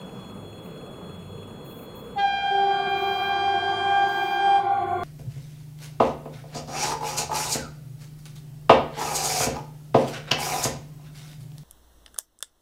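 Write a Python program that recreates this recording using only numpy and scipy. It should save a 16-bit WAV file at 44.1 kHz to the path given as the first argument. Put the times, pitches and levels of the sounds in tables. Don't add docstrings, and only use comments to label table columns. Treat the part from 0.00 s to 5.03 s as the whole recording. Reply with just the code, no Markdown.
import sys
import numpy as np
from scipy import signal
from scipy.io import wavfile

SR = 44100
rng = np.random.default_rng(int(sys.argv[2]) if len(sys.argv) > 2 else 0)


def magnitude_from_level(level_db):
    exponent = np.asarray(level_db, float) / 20
    return 10 ** exponent


def output_pcm(signal):
    pcm = np.clip(np.atleast_2d(signal).T, -1, 1) * 32767
    wavfile.write(sys.argv[1], SR, np.round(pcm).astype(np.int16))


N = 222043
STEP = 64


def unit(x):
    return x / np.sqrt(np.mean(x ** 2) + 1e-20)


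def undb(db):
    return np.exp(db * np.log(10) / 20)


def clock():
    return np.arange(N) / SR


def in_time(rows):
    s, value = np.transpose(rows)
    return np.interp(clock(), s, value)


def gate(rows):
    t = clock()
    return (t >= rows[0][0]) & (t <= rows[-1][0])


def poles(hz, r):
    return [1, -2 * r * np.cos(2 * np.pi * hz / SR), r * r]


def filtered(x, order, edges_hz, kind):
    return signal.sosfilt(signal.butter(order, edges_hz, kind, fs=SR, output="sos"), x)


def drift(rate):
    slow = signal.lfilter([1], poles(0, np.exp(-80 * np.pi * rate / SR)), rng.standard_normal(N // 40 + 2002))
    slow = slow[2000:]
    return np.interp(np.arange(N) / 40, np.arange(len(slow)), unit(slow))


def burst(t, start, rise, stop, fall_db_s):
    return np.clip((t - start) / rise, 0, 1) * undb(-fall_db_s * np.maximum(t - stop, 0))


def tone(hz, db):
    turns = np.cumsum(hz + np.zeros(N)) / SR + rng.random()
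    return np.sqrt(2) * undb(db) * np.sin(2 * np.pi * turns)


def bands(rows):
    white = rng.standard_normal((2, N))
    out = np.zeros(N)
    for k, (low_hz, high_hz, db) in enumerate(rows):
        out += magnitude_from_level(db) * unit(filtered(white[k % 2], 3, [low_hz, high_hz], "band"))
    return out


def coloured(points, patchy_db):
    hz, db = np.transpose(points)
    white, out = rng.standard_normal((2, N)), np.zeros(N)
    edges = 20 * 2 ** np.arange(0, 9.8, 1 / 3)
    for k, (low, high) in enumerate(zip(edges, edges[1:])):
        if high < hz[0] or low > hz[-1]:
            continue
        level = np.interp(np.log(low * high) / 2, np.log(hz), db)
        out += filtered(white[k % 2], 2, [low, high], "band") * undb(level + patchy_db * drift(3.8))
    return unit(out)


# time in seconds, gain in dB.
GAIN = [
    (0, 1),
    (2.17, 0),
    (2.3, -3),
    (2.6, -3.5),
    (4.6, -4.5),
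    (5.03, 1.5),
]


def recorder_gain_db():
    return in_time(GAIN)


# frequency in Hz, density in dB per Hz.
RUMBLE = [(22, -16), (90, -9), (170, 2), (260, -7.5), (330, -7.5), (490, -4), (640, -15), (1250, -17),
          (1700, -31), (3000, -32), (4300, -45.5), (5500, -57.5), (7500, -47), (11500, -49), (15700, -66.5)]


def background():
    return magnitude_from_level(-41) * coloured(RUMBLE, patchy_db=1.5)


# low edge in Hz, high edge in Hz, level in dB rms.
CAMERA_HISS = [(7800, 9900, -73.5), (12500, 13000, -80), (12800, 15800, -71)]
# time in seconds, level in dB.
RUSTLE = [
    (0, -75),
    (.1, -74),
    (.18, -70),
    (.3, -77),
    (.36, -90),
]


def camera_hiss():
    return bands(CAMERA_HISS) + magnitude_from_level(in_time(RUSTLE)) * gate(RUSTLE) * bands([(4370, 7000, 0)])


CYCLE_S = .2831
# frequency in Hz, level in dB rms.
WHINES = [(3365, -54), (4221, -63), (6761, -69), (7623, -75), (9367, -69.5), (9701, -76)]
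# whine number, time into the turn in seconds, half width in seconds, depth in dB.
SAGS = [(0, .12, .05, -4), (0, .245, .012, -3), (1, .055, .022, -9), (1, .105, .01, -5), (1, .14, .06, -3),
        (2, .043, .012, -16), (2, .1, .008, -4), (2, .17, .04, -3), (4, .043, .012, -16),
        (4, .165, .02, -14), (4, .232, .007, -8), (4, .272, .007, -8), (5, .043, .014, -10),
        (5, .165, .022, -8), (5, .25, .04, -4)]
# time into the turn in seconds, level in dB.
TICKS = [(.0144, -53), (.031, -59), (.062, -63), (.0942, -53), (.128, -63), (.1455, -58), (.164, -60),
         (.1955, -57), (.2463, -52.5)]
# frequency in Hz, level in dB, 60 dB decay time in seconds.
TICK_MODES = [
    (2600, 0, .035),
    (8380, -11, .018),
]


def camera_loop():
    into = np.arange(round(CYCLE_S * SR)) / SR
    out = np.zeros(N)
    for k, (hz, db) in enumerate(WHINES):
        mine = [row[1:] for row in SAGS if round(row[0]) == k]
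        sag = sum((depth * np.exp(-((into - s) / half) ** 4) for s, half, depth in mine), np.zeros(len(into)))
        out += tone(hz * (1 + 0.00059 * drift(18)), db + np.resize(sag, N) + 1.2 * drift(22))
    clicks = np.zeros(N + SR) + 1e-18
    for start in np.arange(0, N / SR, CYCLE_S):
        for (s, db), chance in zip(TICKS, rng.normal(0, .8, len(TICKS))):
            clicks[round((start + s) * SR)] = magnitude_from_level(db + chance)
    for hz, db, t60 in TICK_MODES:
        push = [0, np.sin(2 * np.pi * hz / SR)]
        out += magnitude_from_level(db + 4) * signal.lfilter(push, poles(hz, magnitude_from_level(-60 / (t60 * SR))), clicks[:N])
    return out


# start in seconds, length in seconds, first and last firing rate in Hz, peak in dB.
PULLS = [
    (.25, .42, 98, 106, -46),
    (.95, .72, 86, 105, -45),
    (1.72, 1.0, 50, 76, -54),
    (2.75, 1.6, 76, 117, -48),
    (4.5, .9, 111, 82, -43),
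]
PULL_PEAK, PULL_EDGE_DB = .65, 14


def engine():
    t, out = clock(), np.zeros(N)
    for start, length, first_hz, last_hz, db in PULLS:
        share = np.clip((t - start) / length, 0, 1)
        before, beyond = 1 - share / PULL_PEAK, (share - PULL_PEAK) / (1 - PULL_PEAK)
        away = np.where(share < PULL_PEAK, before, beyond)
        pull = tone(first_hz + (last_hz - first_hz) * share, db - PULL_EDGE_DB * away ** 2)
        out += pull * np.sqrt(1 - away ** 8)
    return out


# start in seconds, run in seconds, level in dB, coasting fall in dB per second.
FOCUS = [
    (.629, .025, -58, 190),
    (1.636, .222, -53, 1200),
    (1.942, .03, -52, 140),
    (2.877, .04, -60, 700),
    (2.95, .335, -55, 250),
    (3.462, .022, -67, 1000),
    (4.069, .285, -55, 350),
]
# frequency in Hz, bandwidth in Hz, level in dB.
FOCUS_PEAKS = [(12800, 120, 0), (13350, 90, 1), (14150, 80, 1), (14600, 90, 1), (14900, 100, 2),
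               (15400, 200, 0)]


def focus():
    white = rng.standard_normal(N) * undb(1.5 * drift(60))
    out = magnitude_from_level(-5) * filtered(white[::-1], 4, 12500, "high")
    for k, (hz, width, db) in enumerate(FOCUS_PEAKS):
        r = np.exp(-np.pi * width / SR)
        ringing = signal.lfilter([(1 - r * r) / 2, 0, (r * r - 1) / 2], poles(hz, r), white)
        out += (-1) ** k * magnitude_from_level(db) * ringing
    out = unit(filtered(out, 8, 12250, "high"))
    out += tone(9720, -17 + 2.8 * drift(20))
    t, rise_s = clock(), .018
    return out * sum(magnitude_from_level(db) * burst(t, s, rise_s, s + run, fall) for s, run, db, fall in FOCUS)


# time in seconds, level in dB, low edge in Hz, high edge in Hz.
KNOCKS = [
    (.778, -50, 2500, 5470),
    (1.198, -76, 4860, 9000),
    (3.371, -55, 9500, 12200),
]


def knocks():
    out = np.zeros(N)
    for s, db, low_hz, high_hz in KNOCKS:
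        click = np.zeros(N) + 1e-18
        click[round(s * SR)] = magnitude_from_level(db + 19)
        out += filtered(click, 2, [low_hz, high_hz], "band")
    return out


# time in seconds, level in dB.
HIGH_AIR = [
    (2.151, -60.5),
    (2.182, 12),
    (2.218, -3),
    (4.56, -1.5),
    (4.6, -16),
    (4.66, -52),
]


def high_air():
    return magnitude_from_level(in_time(HIGH_AIR)) * gate(HIGH_AIR)


HIGH_HZ, OVERSHOOT_HZ, SETTLE_S = 797.03, 14, .07


def high_pitch():
    return HIGH_HZ + OVERSHOOT_HZ * np.exp(-np.maximum(clock() - 2.15, 0) / SETTLE_S)


def stack(pitch, orders):
    return sum(tone(k * pitch, db - orders[0][1]) for k, db in orders)


HIGH_DB = [0, -10.5, -15, -9, -23, -24.5, -32.5, -34.5, -37, -38.5, -44.5, -46.5, -58, -60.5]
LOW_DB = [-1.5, -3.5, -5.5, -18, -27, -22]
HIGH_ORDERS, LOW_ORDERS = list(enumerate(HIGH_DB, 1)), list(enumerate(LOW_DB, 1))
HIGH_STRAIGHT = {1: -26.6, 2: -35.9, 3: -44.7, 4: -36.8, 5: -56.2}
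LOW_STRAIGHT = {1: -43.6, 3: -64}
# harmonic number, offset in Hz,
# time in step with the straight path in seconds, level against it in dB.
HIGH_PATHS = [(1, 0.2, 5.764, -5.1), (1, -0.26, 4.631, -3.8), (1, -1.18, 3.724, -5.6),
              (1, -1.54, 3.392, -5.8), (1, -2.3, 3.537, -7.9), (1, -3.35, 3.618, -13.9),
              (1, -3.91, 3.472, -7.6), (1, -5.14, 3.547, -11.0), (1, -5.8, 3.503, -15.5),
              (2, 0.6, 4.199, -12.1), (2, -0.43, 3.887, -6.1), (2, -1.82, 3.466, -11.8),
              (2, -2.7, 3.65, -10.8), (2, -3.7, 3.626, -12.2), (2, -4.87, 3.553, -16.5),
              (2, -5.6, 3.477, -14.9), (2, -7.55, 3.537, -14.3), (3, 0.9, 3.028, -5.2),
              (3, 0.2, 2.404, -1.9), (3, -0.78, 3.349, -8.2), (3, -1.91, 3.473, -6.6),
              (3, -2.6, 3.558, -8.9), (3, -3.08, 3.635, -6.6), (4, 0.7, 3.679, -13.9),
              (4, -0.6, 3.103, -15.5), (4, -1.45, 3.825, -18.0), (5, 0.71, 3.294, -3.9),
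              (5, -0.29, 2.699, -0.7), (5, -2.29, 3.669, -12.5), (5, -3.08, 3.653, -9.6)]
LOW_PATHS = [(1, 0.85, 3.65, -9.0), (1, 0.21, 2.42, 5.1), (1, -0.55, 3.131, -9.3), (1, -0.9, 3.958, -8.0),
             (1, -2.1, 3.679, -0.3), (1, -2.25, 3.462, 2.0), (1, -4.77, 3.516, -6.2),
             (3, -3.52, 3.393, 9.0), (3, -3.85, 3.381, 4.4), (3, -7.11, 3.538, 13.4),
             (3, -7.79, 3.445, 15.8), (3, -8.7, 3.512, 14.1), (3, -9.21, 3.507, 15.3),
             (3, -10.0, 3.493, 8.1)]
HIGH_OPEN_S, VALVE_SHUT_S = 2.157, 4.58
LOW_HZ, LOW_OPEN_S, LOW_SHUT_S = 393.9, 2.5, 4.7
ATTACK_S, BLOOM_S = .024, .02
PUNCH, PUNCH_S = .8, .016
FASTEST_FALL = 6.5
FLICKER_DB, FLICKER_PER_S = -17.5, 11


def eddies(count):
    r = np.exp(-2 * np.pi * FLICKER_PER_S * STEP / SR)
    slow = signal.lfilter([1], poles(0, r), rng.standard_normal((2, count + 300)))
    return [1, 1j] @ unit(slow[:, 300:])


def direct(pitch, orders, straight, paths, opens, shuts, lag_s_hz, fall_db_s, beam,
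           stray_hz, stray_db, clearing_db):
    skip = 2 * SR
    t, fine = np.arange(skip, N, STEP) / SR, np.arange(skip, N) / SR
    turns = np.cumsum(pitch + np.zeros(N))[skip:] / SR
    out = np.zeros(N)
    for k, db in orders:
        strays = [(k, stray_hz * (u - .7), 3 + w, stray_db) for u, w in rng.random((4, 2))]
        mine = [row for row in paths if round(row[0]) == k] or strays
        late = opens + BLOOM_S * (k > 1)
        fall = fall_db_s * min(k ** beam, FASTEST_FALL)

        def valve(hz):
            return burst(t - abs(hz) * lag_s_hz / k ** beam, late, ATTACK_S, shuts, fall)

        flicker = magnitude_from_level(FLICKER_DB) * (k > 1) * np.sqrt(k / 4) * eddies(len(t))
        punch = PUNCH / k * np.exp(-np.maximum(t - late - ATTACK_S, 0) / PUNCH_S)
        path = valve(0) * (1 + flicker + punch)
        for _, hz, s, level in mine:
            path = path + magnitude_from_level(level) * valve(hz) * np.exp(2j * np.pi * hz * (t - s))
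        path = path * magnitude_from_level(straight.get(k, db + max(k - 6, 0) * clearing_db * (t - 3.7)))
        turn = 2 * np.pi * (k * turns + rng.random())
        out[skip:] += np.interp(fine, t, path.real) * np.cos(turn)
        out[skip:] -= np.interp(fine, t, path.imag) * np.sin(turn)
    return np.sqrt(2) * out


def direct_horns():
    high = direct(high_pitch(), [(k, db - 29.0) for k, db in HIGH_ORDERS], HIGH_STRAIGHT, HIGH_PATHS,
                  HIGH_OPEN_S, VALVE_SHUT_S, lag_s_hz=.015, fall_db_s=48, beam=2.0,
                  stray_hz=5.0, stray_db=-15, clearing_db=1.1)
    low = direct(LOW_HZ, [(k, db - 44.0) for k, db in LOW_ORDERS], LOW_STRAIGHT, LOW_PATHS,
                 LOW_OPEN_S, LOW_SHUT_S, lag_s_hz=.013, fall_db_s=21, beam=0,
                 stray_hz=14.0, stray_db=1.5, clearing_db=0)
    return high + low


# frequency in Hz, density in dB per Hz.
AIR_HISS = [(300, -13), (600, -4), (1000, 4), (1700, -8.5), (2600, -9), (3700, -5), (4800, -23.5),
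            (5600, -21), (9000, -33.5)]
# low edge in Hz, high edge in Hz, level in dB rms.
SMEARS = [(770, 895, -57), (1765, 1800, -64.5), (1947, 2100, -60), (2370, 2385, -51.5), (2340, 2750, -65.5),
          (3130, 3180, -57.5), (3240, 3600, -57.5), (3940, 3978, -63), (4370, 4770, -65.5)]


def rushing_air(air):
    keep = magnitude_from_level(-40 / SR)
    linger = signal.lfilter([1 - keep], [1, -keep], air)
    return (0.23 * air + 1.23 * linger) * (magnitude_from_level(-54) * coloured(AIR_HISS, patchy_db=0.0) + bands(SMEARS))


# order as a multiple of the pitch, level in dB.
CATCH_ORDERS = [(.5, 2), (1.5, -3.5), (2.5, 1), (3.5, -6.5), (4.5, -5), (5.5, -6), (6.5, -22), (7.5, -29),
                (8.5, -25)]


def diaphragm_catch():
    start, rise = 2.168, .027
    envelope = burst(clock(), start, rise, start + rise, fall_db_s=360)
    return magnitude_from_level(-39.5) * envelope * stack(high_pitch(), CATCH_ORDERS)


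# pitch ratio, delay in seconds, level in dB.
FRONT = [
    (1.101, .05, -20),
    (1.112, .08, -31),
    (1.127, .06, -31),
]


def train_front(air):
    t, pitch = clock(), high_pitch()
    out = np.zeros(N)
    for ratio, delay, db in FRONT:
        out += np.interp(t - delay, t, air) * tone(ratio * pitch, db + 2.5 * drift(4))
    return out * magnitude_from_level(5.8 * (t - HIGH_AIR[0][0] - 2.0))


SIDEWAYS = list(enumerate([0.5, -12.5, -24.5, -37.5], 1))
# time in seconds, level in dB.
LOW_AIR = [
    (2.47, -68),
    (2.54, -7),
    (2.62, -4),
    (4.65, -1.5),
    (4.75, -6),
    (5.03, -8),
]
# cosine of angle off the heading, level in dB.
SCATTER = [(-1.0, 4.5), (-0.9, 2), (-0.4, 5), (0.1, 5), (0.52, 5.5), (0.78, -1), (0.9, -14)]
SPEED, START_M, SOUND = 22.0, 130, 340
SIZE_SPREAD_DB = 5.5
FOREST_EDGE_M, EDGE_SHARE = 30, .4


def sideways_horns(air):
    low_air = magnitude_from_level(in_time(LOW_AIR)) * (clock() >= LOW_AIR[0][0])
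    high = magnitude_from_level(-28) * air * stack(high_pitch(), SIDEWAYS)
    return high + magnitude_from_level(-33.5) * low_air * stack(LOW_HZ, LOW_ORDERS)


def trackside(horns, fade_db_s, count):
    sent = np.linspace(-.1, 3.4, 60)
    train = SPEED * sent - START_M
    step, skip = clock(), 2 * SR
    t = step[skip::4]
    first = HIGH_AIR[0][0] - START_M / SOUND
    heard = first + sent - train / SOUND
    out = np.zeros(len(t))
    sizes = unit(magnitude_from_level(SIZE_SPREAD_DB * rng.standard_normal(count)))
    for (u, w), size in zip(rng.random((count, 2)), sizes):
        x, y = -320 + 400 * u, 14 + 110 * w ** 1.3
        y = FOREST_EDGE_M + 10 * w if w < EDGE_SHARE else y
        way = np.hypot(x - train, y)
        back = first + sent + (way + np.hypot(x, y)) / SOUND
        db = np.interp((x - train) / way, *np.transpose(SCATTER)) - fade_db_s * (back - heard)
        delayed = np.interp(np.interp(t, back, heard), step, horns)
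        out += np.interp(t, back, size * magnitude_from_level(db)) * delayed
    return np.r_[np.zeros(skip), signal.resample_poly(out, 4, 1)][:N] / np.sqrt(count)


def afterglow(fade_db_s):
    pitch, since = high_pitch(), np.maximum(clock() - VALVE_SHUT_S, 0)
    glow = sum(tone(k * pitch, db - fade_db_s * since + 5.0 * drift(22)) for k, db in HIGH_ORDERS[1:9])
    return glow * np.minimum(since / 0.026, 1)


def horns():
    air = high_air()
    near = direct_horns() + diaphragm_catch() + rushing_air(air)
    echoes = trackside(sideways_horns(air), fade_db_s=11.0, count=150)
    echoes *= magnitude_from_level(recorder_gain_db() + 4.5)
    return near + magnitude_from_level(-22) * train_front(air) + echoes + magnitude_from_level(-38.5) * afterglow(fade_db_s=90)


def scene():
    beds = magnitude_from_level(recorder_gain_db()) * (background() + camera_hiss() + camera_loop())
    return (beds + engine() + focus() + knocks() + horns())[None]


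def roll_off(x):
    return signal.sosfilt(signal.butter(12, 15840, fs=SR, output="sos"), x)


def record(dry):
    return roll_off(dry)


dry = scene()
out = record(dry)
output_pcm(out)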